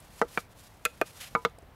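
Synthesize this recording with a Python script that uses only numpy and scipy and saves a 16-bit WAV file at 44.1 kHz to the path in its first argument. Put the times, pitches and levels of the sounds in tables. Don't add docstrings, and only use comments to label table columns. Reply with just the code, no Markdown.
import sys
import numpy as np
from scipy import signal
from scipy.fft import rfft, irfft, next_fast_len
from scipy.io import wavfile
from scipy.ndimage import uniform_filter1d

SR = 44100
rng = np.random.default_rng(int(sys.argv[2]) if len(sys.argv) > 2 else 0)


def wrap_up_sound(samples):
    columns = np.atleast_2d(samples).T
    tamed = np.clip(columns, -1, 1)
    steps = np.round(tamed * 32767).astype(np.int16)
    wavfile.write(sys.argv[1], SR, steps)


N = 77175
CONTACT_S = 0.25


def amp(db):
    return 10 ** (np.asarray(db) / 20)


def unit(x):
    return x / np.sqrt(np.mean(x ** 2) + 1e-20)


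def along(hz, points):
    freqs, values = np.array(points, float).T
    return np.interp(np.log(np.maximum(hz, 1)), np.log(freqs), values)


def colour(x, points):
    n = 2 * next_fast_len(len(x))
    gain = amp(along(np.fft.rfftfreq(n, 1 / SR), points))
    cepstrum = irfft(np.log(gain), n)
    cepstrum[1:n // 2] *= 2
    cepstrum[n // 2 + 1:] = 0
    return irfft(rfft(x, n) * np.exp(rfft(cepstrum)), n)[:len(x)]


def add(out, x, start_s):
    i = min(max(int(start_s * SR), 0), len(out))
    out[i:i + len(x)] += x[:len(out) - i]


def fade(t, t60_s):
    return np.exp(-np.log(1000) * t / t60_s)


def waver(rate_hz):
    hold = int(SR / rate_hz)
    steps = np.repeat(rng.standard_normal(N // hold + 1), hold)
    return unit(uniform_filter1d(steps, hold)[:N])


# frequency in Hz, relative spectral level in dB.
HUSH_SPECTRUM = [(20, -33), (35, -1), (55, 0.5), (85, -1), (125, -3), (200, -8), (350, -15), (650, -12),
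                 (1200, -17.5), (2000, -22), (3500, -28.5), (7000, -38.5), (12000, -36.5), (16000, -27)]
# frequency in Hz, side minus mid in dB.
HUSH_WIDTH = [(30, 1), (80, -27), (300, -17.5), (1000, -28), (6000, -22.5), (12000, -8)]


def hush(level_db=-54.5, waver_db=0.4):
    mid, side = (unit(colour(rng.standard_normal(N), HUSH_SPECTRUM)) for _ in range(2))
    ears = mid + colour(side, HUSH_WIDTH) * np.array([[1], [-1]])
    return amp(level_db + waver_db * waver(rate_hz=7)) * ears


def rubbing(strokes, spectrum, flutter_db, catches_per_s=3700, spread_db=1.5):
    t = np.arange(N) / SR
    power = 0
    for peak_s, rise_s, fall_s, db in strokes:
        width_s = np.where(t < peak_s, rise_s, fall_s)
        power += amp(db) ** 2 * np.exp(-2 * ((t - peak_s) / width_s) ** 2)
    catches = (rng.random(N) < catches_per_s / SR) * rng.choice([-1, 1], N)
    strength = amp(spread_db * np.minimum(rng.exponential(size=N), 4))
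    friction = 0.86 * unit(catches * strength) + rng.standard_normal(N)
    flutter = amp(flutter_db * waver(rate_hz=89.5))
    return np.sqrt(power) * flutter * unit(colour(friction, spectrum))


# peak time, rise and fall in seconds, level in dB.
SLEEVE_STROKES = [(.06, 0.27, 0.024, -58.5), (.165, 0.083, 0.069, -54), (.288, 0.01, 0.011, -57),
                  (.365, 0.066, 0.063, -49), (.525, 0.023, 0.013, -59), (.595, 0.038, 0.023, -56.5),
                  (.665, 0.048, 0.02, -55), (.755, 0.11, 0.032, -62.5), (.9, 0.12, 0.15, -60),
                  (1.076, 0.026, 0.041, -50.5), (1.17, 0.054, .04, -50.5), (1.38, 0.21, 0.096, -59)]
# frequency in Hz, relative level in dB.
SLEEVE_SPECTRUM = [(400, -4.5), (1000, 2), (1800, 1.5), (3000, 2), (4500, 2), (7000, 0), (11500, -0.5),
                   (14000, -1), (16000, -1)]


def sleeves():
    return rubbing(SLEEVE_STROKES, SLEEVE_SPECTRUM, flutter_db=2.0)


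def taps(contacts, decay_s, half_width_octaves):
    out, t = np.zeros(N), np.arange(int(CONTACT_S * SR)) / SR
    hz = np.fft.rfftfreq(len(t), 1 / SR) + 1
    for start_s, db, centre_hz in contacts:
        rolloff = 1 + (np.log2(hz / centre_hz) / half_width_octaves) ** 2
        band = unit(irfft(rfft(rng.standard_normal(len(t))) / rolloff, len(t)))
        add(out, 2 * amp(db) * band * np.exp(-t / decay_s), start_s)
    return out


# start in seconds, relative level in dB, centre in Hz.
GRIT_TICKS = [(.003, -48.5, 9700), (1.390, -62, 7000), (1.497, -59, 7140), (1.587, -54.5, 8500),
              (1.587, -60, 4700), (1.622, -65, 7100)]


def grit():
    return taps(GRIT_TICKS, decay_s=0.0011, half_width_octaves=0.28)


# frequency in Hz, relative dB struck on the side, the same at the tip,
# nominal T60 in seconds.
BILLET_MODES = [(251.5, -12, -16, 0.079), (337, -1.5, -12, 0.038), (620.7, -6, 3.5, 0.045),
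                (710, -3.5, -10, 0.01), (869, -9, -20, 0.074), (995, -5.5, -50, 0.12),
                (1090, -48, -17, 0.039), (1225, 2, -9, 0.064), (1348, 1, 4.5, 0.043), (1496, 0.5, 0, 0.027),
                (1738, -15, -27, 0.046), (2060, -9, -3, .028), (2420, -25, -10, 0.038),
                (2670, -50, -12, 0.043), (2690, -51, -16, .028), (3474, -35, -14, 0.017),
                (3380, -38, -9, 0.038), (4384, -22, -15, 0.048), (6880, -39, 4, 0.019),
                (9160, -36, 5, 0.015)]


def billet(t, ring_factor, bend_hz, clack_hz, place, grip_hz=600, delay_1khz_s=0.000903):
    modes = [(bend_hz, 4, 0.079),
             (clack_hz, 2, 0.035)]
    for hz, side_db, tip_db, t60_s in BILLET_MODES:
        modes.append((hz, side_db + place * (tip_db - side_db), t60_s))
    out = 0
    for hz, db, t60_s in modes:
        age_s = np.maximum(t - delay_1khz_s * np.sqrt(1000 / hz), 0)
        held_t60_s = t60_s * ring_factor ** min(1, grip_hz / hz)
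        out += amp(db) * np.sin(2 * np.pi * hz * age_s) * fade(age_s, held_t60_s)
    return out


# centre in Hz, relative spectral level in dB, T60 in seconds.
CRACK_BANDS = [(200, 4.5, 0.074), (600, 7, 0.051), (1400, 6, 0.035), (2880, -2.5, 0.038),
               (5800, -2.5, 0.042), (14200, 8, 0.027)]


def crack(t, tick_db=5.5, tick_s=0.001):
    noise = rfft(rng.standard_normal(len(t)))
    hz = np.fft.rfftfreq(len(t), 1 / SR)
    out = 0
    for centre_hz, db, t60_s in CRACK_BANDS:
        share = along(hz, [(row[0], row[0] == centre_hz) for row in CRACK_BANDS])
        out += amp(db) * irfft(noise * share, len(t)) * fade(t, t60_s)
    return out * (1 + amp(tick_db) * np.exp(-t / tick_s))


KNOCK_EDGES_HZ = [130, 380, 540, 800, 1100, 1900, 3000, 4300, 7500, 16000]


def voice_blow(blow, band_db, window_s=0.02):
    edges_hz = np.array(KNOCK_EDGES_HZ, float)
    centres_hz = np.sqrt(edges_hz[1:] * edges_hz[:-1])
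    hz = np.fft.rfftfreq(len(blow), 1 / SR)
    for _ in range(2):
        power = 2 * abs(rfft(blow)) ** 2 / (len(blow) * window_s * SR)
        now_db = 10 * np.log10(np.histogram(hz, edges_hz, weights=power)[0] + 1e-20)
        blow = colour(blow, list(zip(centres_hz, band_db - now_db)))
    return blow


# start in seconds, ring length factor, bending mode in Hz, clack in Hz,
# place (0 side, 1 tip), crack offset in dB, second touch delay in seconds, its gain in dB,
# then nine band levels in dB.
BILLET_KNOCKS = [(0.2153, 0.88, 475, 1980, 0.033, 0.87, 0.0045, -3, -34.5, -25.5, -29, -28.5, -26, -38.5, -50, -48, -52.5),
                 (0.3747, 0.66, 480, 2336, 0.34, -2, 0.0054, -11.5, -38.5, -37.5, -37, -37.5, -29, -32.5, -48, -54.5, -54),
                 (0.852, 1.07, 488, 2520, 1, 0.87, 0.0067, -8, -49.5, -38.5, -43, -47.5, -27.5, -28, -36.5, -35.5, -33),
                 (1.0139, 0.55, 475, 2477, 0.76, -2.8, .0032, -3.5, -36.5, -29.5, -27.5, -37.5, -28.5, -32.5, -46.5, -48, -45),
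                 (1.3511, 1.34, 463, 2238, 0.046, 1, .0088, -19, -36, -34, -34, -32.5, -23.5, -33.5, -50, -54.5, -61.5),
                 (1.4501, 0.72, 469, 2183, 0.1, -1.8, 0.0054, -17.5, -38.5, -28.5, -35.5, -35.5, -24.5, -33.5, -38, -45, -48.5)]


def knocks(log_hz=180, log_db=-12, crack_db=4, touch_cutoff_hz=2700, low_cut_hz=150):
    out, t = np.zeros(N), np.arange(int(CONTACT_S * SR)) / SR
    thump = amp(log_db) * np.sin(2 * np.pi * log_hz * t) * fade(t, t60_s=0.09)
    dull = signal.butter(1, touch_cutoff_hz, fs=SR, output="sos")
    low_cut = signal.butter(4, low_cut_hz, "high", fs=SR, output="sos")
    for row in BILLET_KNOCKS:
        start_s, ring_factor, bend_hz, clack_hz, place, offset_db, touch_s, touch_db, *band_db = row
        ring = billet(t, ring_factor, bend_hz, clack_hz, place)
        blow, touch = (ring + amp(crack_db + offset_db) * crack(t) for _ in range(2))
        add(blow, amp(touch_db) * signal.sosfilt(dull, touch), touch_s)
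        blow = signal.sosfilt(low_cut, blow + thump)
        add(out, voice_blow(blow, np.array(band_db)), start_s)
    return out


# frequency in Hz, relative gain in dB.
SCATTER_RESPONSE = [(150, 0), (500, -4), (1400, -3), (2600, 6.5), (5000, 8), (14000, 0)]


def scatter(x, gain_db=-28, t60_s=0.25):
    t = np.arange(N // 2) / SR
    tail = rng.standard_normal(len(t)) * fade(t, t60_s)
    echoes = signal.fftconvolve(x, tail / np.linalg.norm(tail))[:N]
    return amp(gain_db) * colour(echoes, SCATTER_RESPONSE)


# start in seconds, relative level in dB, centre in Hz.
SETTLING_BUMPS = [(.2495, -46.5, 450), (1.584, -54, 600), (1.626, -53, 405)]


def settling():
    return taps(SETTLING_BUMPS, decay_s=0.006, half_width_octaves=0.45)


# peak time, rise and fall in seconds, level in dB.
SLIDE_STROKES = [(1.217, 0.023, 0.034, -42), (1.265, .03, 0.023, -46.5)]
# frequency in Hz, relative level in dB.
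GRAIN_SPECTRUM = [(290, -31), (500, -9), (1000, -7.5), (1570, -4), (1790, -3.5), (2890, -1), (4730, -7),
                  (5020, -7), (10500, -9), (16000, -10.5)]


def sliding():
    return rubbing(SLIDE_STROKES, GRAIN_SPECTRUM, flutter_db=1.6)


# frequency in Hz, left minus right in dB.
NEAR_BALANCE = [(125, .4), (250, -0.5), (500, -0.5), (1000, 1), (2000, -0.75), (4000, -0.6), (12000, 0.6)]
# frequency in Hz, side minus mid in dB.
NEAR_WIDTH = [(150, -25), (1000, -18.5), (2000, -39), (4000, -25), (8000, -12), (11000, -37)]


def scene():
    near = knocks() + grit() + settling() + sleeves() + sliding()
    near += scatter(near)
    side = colour(np.imag(signal.hilbert(near)), NEAR_WIDTH)
    left = colour(near, [(hz, db / 2) for hz, db in NEAR_BALANCE]) + side
    right = colour(near, [(hz, -db / 2) for hz, db in NEAR_BALANCE]) - side
    return np.array([left, right]) + hush()


# frequency in Hz, gain in dB.
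MIC_ROLLOFF = [(12500, 0), (15000, -10)]


def record(dry, cutoff_hz=15600):
    dulled = np.array([colour(channel, MIC_ROLLOFF) for channel in dry])
    return signal.sosfilt(signal.ellip(8, 0.2, 70, cutoff_hz, fs=SR, output="sos"), dulled)


dry = scene()
out = record(dry)
wrap_up_sound(out)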